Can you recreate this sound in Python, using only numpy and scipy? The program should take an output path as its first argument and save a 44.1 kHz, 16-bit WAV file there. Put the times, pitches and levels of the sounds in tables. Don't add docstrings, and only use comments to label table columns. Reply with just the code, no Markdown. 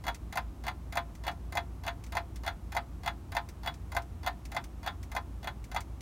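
import sys
import numpy as np
from scipy import signal
from scipy.fft import rfft, irfft, next_fast_len
from scipy.io import wavfile

SR = 44100
rng = np.random.default_rng(int(sys.argv[2]) if len(sys.argv) > 2 else 0)


def int16_out(signal):
    q = np.round(np.clip(np.atleast_2d(signal).T, -1, 1) * 32767)
    wavfile.write(sys.argv[1], SR, q.astype(np.int16))


N = 265282
RING = 8192
AGE = np.arange(RING) / SR


def undb(db):
    return 10 ** (np.asarray(db) / 20)


def unit(x, span_s=np.inf):
    return x / np.sqrt(np.mean(x[np.arange(len(x)) / SR < span_s] ** 2))


def bins(size):
    return np.maximum(np.arange(size // 2 + 1) * SR / size, 1)


def colour(points, hz):
    f, db = np.transpose(points)
    return undb(np.interp(np.log(hz), np.log(f), db))


def noise(gain, size):
    return irfft(rfft(rng.standard_normal(size)) * gain, size)


def fade(t60):
    return np.exp(-np.log(1000) * AGE / t60)


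def add(out, s, sound):
    start = max(int(s * SR), 0)
    part = out[start:start + len(sound)]
    part += sound[:len(part)]


def lift(x, hz, width_hz, db):
    return x + (undb(db) - 1) * signal.lfilter(*signal.iirpeak(hz, hz / width_hz, SR), x)


def three_bands(x, edges_hz=(1150, 4500)):
    bass, below_treble = [1 / (1 + (bins(RING) / edge) ** 16) for edge in edges_hz]
    return irfft(rfft(x) * np.array([bass, below_treble - bass, 1 - below_treble]), RING)


def air(rms_db=-50):
    # f/Hz, relative level/dB
    spectrum = [(59, -28), (100, -1.5), (206, -8.5), (335, -11), (433, -19.5), (481, -22), (621, -21.5),
                (705, -21), (1150, -24.5), (1610, -32), (3050, -37.5), (4870, -41.5), (5420, -40.5),
                (11600, -44), (16000, -47.5)]
    return undb(rms_db) * unit(noise(colour(spectrum, bins(N)), N))


def diffuse_air():
    # f/Hz, level/dB
    room_side = [(100, -55), (200, -44), (380, -27), (1290, -25), (2380, -25), (4400, -27), (8120, -33),
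                 (15000, -32)]
    side = irfft(rfft(air()) * colour(room_side, bins(N)), N)
    return np.array([side, -side])


def hum(hum_hz=59.2, hum_db=-42.5):
    # f/Hz, bandwidth/Hz, rms level/dB
    resonances = [(43, 6.6, -60), (54.3, 6.5, -48.5), (84, 6.3, -49), (106.2, 7.3, -58.5)]
    hz = bins(N)
    rumble = sum(undb(db) * unit(noise(1 / (1 + ((hz - f) / width * 1.34) ** 2), N))
                 for f, width, db in resonances)
    return rumble + undb(hum_db) * np.sin(2 * np.pi * (hum_hz * np.arange(N) / SR + rng.random()))


def room_tail(x, t60=.55):
    # f/Hz, level/dB
    response = [(120, -16), (220, -7), (400, -11), (700, -26), (2000, -31), (5000, -36), (15000, -42)]
    size = next_fast_len(N + SR, True)
    age = np.arange(SR) / SR
    walls = rng.standard_normal((2, SR)) * np.exp(-np.log(1000) * age / t60)
    walls /= np.linalg.norm(walls, axis=1, keepdims=True)
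    return irfft(rfft(x, size) * rfft(walls, size) * colour(response, bins(size)), size)[:, :N]


def spread(x, side_db=.2, ripple_s=.000657, scatter_db=-5, scatter_t60=.05):
    # f/Hz, relative level/dB
    clock_side = [(190, -23), (300, -13), (520, -12), (700, -22), (950, -16), (1500, -17), (1950, -26),
                  (2900, -9), (3500, -14.5), (5500, -13), (8500, -18), (13000, -8), (16000, -13)]
    size = next_fast_len(N + RING, True)
    hz = bins(size)
    lead = 1j * np.sqrt(2) * np.sin(2 * np.pi * hz * ripple_s)
    scatter = rng.standard_normal(RING) * fade(scatter_t60)
    paths = lead + undb(scatter_db) * rfft(scatter / np.linalg.norm(scatter), size)
    side = irfft(rfft(x, size) * paths * undb(side_db) * colour(clock_side, hz), size)[:N]
    return np.array([x + side, x - side])


def dry_clicks(t60=.072, rise_s=.00035, trim_db=2.5):
    # t/s, relative level/dB
    clicks = [(0.1448, -49), (1.151, -56.5), (1.3135, -59), (2.038, -54), (2.064, -57), (2.3585, -52.5),
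              (3.488, -51.5), (3.74, -56), (4.02, -58.5), (4.453, -51.5), (4.6402, -51.5), (5.029, -54),
              (5.641, -54), (5.805, -49), (6.007, -50.5)]
    # f/Hz, relative level/dB
    spectrum = [(500, -16), (1200, -5.5), (2100, 7), (3000, -1.5), (4500, 0.5), (6000, 2), (7500, -2),
                (9500, -3), (11500, -11), (14000, -7), (16000, -10)]
    out = np.zeros(N)
    for s, db in clicks:
        click = noise(colour(spectrum, bins(RING)), RING) * fade(t60) * (1 - np.exp(-AGE / rise_s))
        add(out, s, undb(db + trim_db) * unit(click, span_s=.0039))
    return out


def works_ring(pallet, low_t60=.18, high_t60=.08, chatter_db=2, chatter_hz=1100):
    # f/Hz, relative level/dB
    spectrum = [(300, -20.5), (480, -15), (700, 2.5), (1100, -1.5), (2200, -7), (3000, -15), (4600, -12),
                (5500, -20), (6600, -20.5), (8000, -25.5), (11000, -25), (16000, -33)]
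    # f/Hz, bandwidth/Hz, tick lift/dB, tock lift/dB
    steel = [(6320, 200, -1, -1.5), (6400, 350, 0, 7.5), (6970, 200, 1, 7.5), (9220, 560, 6, 7),
             (11000, 710, -0.5, 5.5), (12920, 1800, 6.5, 6), (14500, 820, 10, 11)]
    hz = bins(RING)
    lift_db = sum(db[pallet] / (1 + (2 * (hz - f) / width) ** 2) for f, width, *db in steel)
    chatter = undb(chatter_db * np.tanh(unit(noise(hz < chatter_hz, RING))))
    contact = rfft(rng.standard_normal(RING) * chatter)
    bass, middle, treble = three_bands(irfft(contact * colour(spectrum, hz) * undb(lift_db), RING))
    return unit((bass + middle) * fade(low_t60) + treble * fade(high_t60))


def case_ring(pallet, soft_hz, scatter_db=2.76, detune=.0021):
    # f/Hz, relative tick level/dB, relative tock level/dB, free T60/s
    modes = [(572.6, -17.5, -21.5, 0.24), (687.4, -2, -0.5, 0.28), (737, -1.5, -3, 0.18),
             (807.6, -4.5, -3.5, 0.18), (850, -2, -3.5, 0.21), (940, -4.5, -4.5, 0.23),
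             (1030, -8.5, -6, 0.33), (1200, -11.5, -11.5, 0.15), (1272, -18, -11, 0.32),
             (1373, -8.5, -11.5, 0.31), (1416, -7.5, -9.5, .2), (1515, -6.5, -4.5, .17),
             (1588, -6, -5, 0.1), (1653, -6.5, -11, 0.15), (1799, -3.5, -5, 0.16), (1954, -25, -8, 0.087),
             (2060, 2.5, 5, 0.082), (2458, -8, -5.5, 0.08), (2647, -8, -10, 0.074), (2900, -6.5, -18, 0.09),
             (3368, -4.5, -7.5, 0.14), (3500, -8, -14, 0.055), (3580, -8.5, -10.5, 0.12),
             (3892, -17, -17.5, 0.13), (4030, -23, -20, 0.2), (4180, -14, -18, 0.098),
             (4420, -16.5, -18, 0.085), (4620, -20, -17, 0.12), (4770, -18, -23, .14), (5160, -31, -21, .2),
             (5920, -24, -20, 0.15), (6500, -17, -25, 0.12), (6970, -21, -19, 0.11)]
    hz, *pallet_db, t60 = np.transpose(modes)[:, :, None]
    strength, drift, phase = rng.standard_normal((len(modes), 3)).T[:, :, None]
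    softness = 1 + 2 / (1 + (hz / soft_hz) ** 10)
    gain = softness * undb(pallet_db[pallet] + scatter_db * strength)
    cycles = hz * (1 + detune * drift) * AGE + phase
    return unit(np.sum(gain * fade(t60) * np.sin(2 * np.pi * cycles), axis=0))


def impacts(blows, pallet_db, works_db, rise_s, snap_s, crack_db, trim_db,
            damp_t60=1, soft_hz=300, span_s=.012, crack_s=.0034, ping_hz=4600):
    out = np.zeros(N)
    alike = .75
    voices = [works_ring(pallet) for pallet in range(len(pallet_db))]
    swell = 1 - np.exp(-AGE / rise_s)
    crack = (1 - np.exp(-AGE / snap_s)) * undb(crack_db * np.exp(-(AGE / crack_s) ** 2))
    envelopes = np.array([swell, swell, crack]) * fade(damp_t60) * (1 - AGE / AGE[-1])
    for beat, (s, strength_db, ping_db, snap_db) in enumerate(blows):
        pallet = beat % len(pallet_db)
        works = np.sqrt(alike) * voices[pallet] + np.sqrt(1 - alike) * works_ring(pallet)
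        bands = three_bands(case_ring(pallet, soft_hz) + undb(works_db) * works) * envelopes
        blow = sum(undb(db + strength_db + trim_db) * unit(band, span_s)
                   for db, band in zip(pallet_db[pallet], bands))
        blow = lift(blow, ping_hz, width_hz=350, db=ping_db)
        blow = lift(blow, 12900, width_hz=2600, db=snap_db)
        add(out, s, blow)
    return out


def escapement(period_s=.5989, ease_db_per_s=-.45, ping_db=(3, -3), snap_db=(-2, -1), push_snap_db=-1):
    # drop t/s, strength/dB, ping/dB, snap/dB, impulse t/s, strength/dB
    beats = [(0.0799, 1.8, -5, 3, 0.0664, .5), (0.3719, -.3, -2, 7, 0.3555, 1.2),
             (0.6797, -.2, -1, -1, 0.6661, -.7), (0.9711, .8, 2, 5, 0.9543, 1),
             (1.2783, 0, -4, -1, 1.2664, -.3), (1.571, .7, 3, 3, 1.5523, 1.7),
             (1.8779, -.3, -.5, 0, 1.8645, -1), (2.1682, .3, -4, 0, 2.1513, .5),
             (2.4766, .5, 0, -2, 2.4636, .8), (2.7659, .5, -3, 1, 2.7491, -.8),
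             (3.0752, 1.6, 0, -2, 3.0602, 1.5), (3.3663, .8, 2, 2, 3.3495, .5),
             (3.6737, -.2, 5, 1, 3.6603, -1), (3.9654, .8, 1, 6, 3.9486, -.8),
             (4.2728, .3, 3, 4, 4.2628, 4), (4.5648, -1, 2, -2, 4.5469, -3),
             (4.8738, -1.8, 7, 0, 4.8621, -.5), (5.1639, -1.7, -2, 3, 5.1496, -1),
             (5.4724, -2.7, 3, 0, 5.4433, -7), (5.7623, -1, -4, -1, 5.7453, 0)]
    # relative bass, middle, treble level/dB
    unlock_db = [(-46.4, -48.2, -54.2), (-44.3, -42, -48.4)]
    scrape_db = (-45.5, -50, -58)
    impulse_db = [(-34, -36.5, -45.1), (-32, -42.5, -46)]
    drop_db = [(-31.2, -30.9, -45.5), (-27.3, -28.6, -43.3)]
    first_unlock_s = (.039, .325)
    unlock_s = [first_unlock_s[beat % 2] + beat // 2 * period_s for beat in range(len(beats))]
    unlocks = [(s, ease_db_per_s * (s - np.mean(unlock_s)), ping_db[beat % 2], snap_db[beat % 2])
               for beat, s in enumerate(unlock_s)]
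    scrapes = [(s + .012, *touch) for s, *touch in unlocks[::2]]
    pushes = [(*row[4:], 0, push_snap_db) for row in beats]
    drops = [row[:4] for row in beats]
    unlock = impacts(unlocks, unlock_db, works_db=-1, rise_s=.0016, snap_s=.00027, crack_db=1.5,
                     trim_db=-4)
    scrape = impacts(scrapes, [scrape_db], works_db=0, rise_s=.006, snap_s=.0006, crack_db=5,
                     trim_db=-4, damp_t60=.59)
    impulse = impacts(pushes, impulse_db, works_db=-7.5, rise_s=.0013, snap_s=.0008, crack_db=7.5,
                      trim_db=-4.5, soft_hz=920)
    drop = impacts(drops, drop_db, works_db=-4.5, rise_s=.0014, snap_s=.0005, crack_db=2.5,
                   trim_db=-4.77, damp_t60=.39, span_s=.02, ping_hz=3470)
    return unlock + scrape + impulse + drop


def scene(left_db=.35):
    near = escapement() + dry_clicks()
    direct = spread(near) * undb([[left_db / 2], [-left_db / 2]])
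    return direct + diffuse_air() + room_tail(near) + air() + hum()


def record(dry, top_hz=15950):
    return signal.sosfilt(signal.ellip(10, .2, 70, top_hz, fs=SR, output="sos"), dry)


dry = scene()
out = record(dry)
int16_out(out)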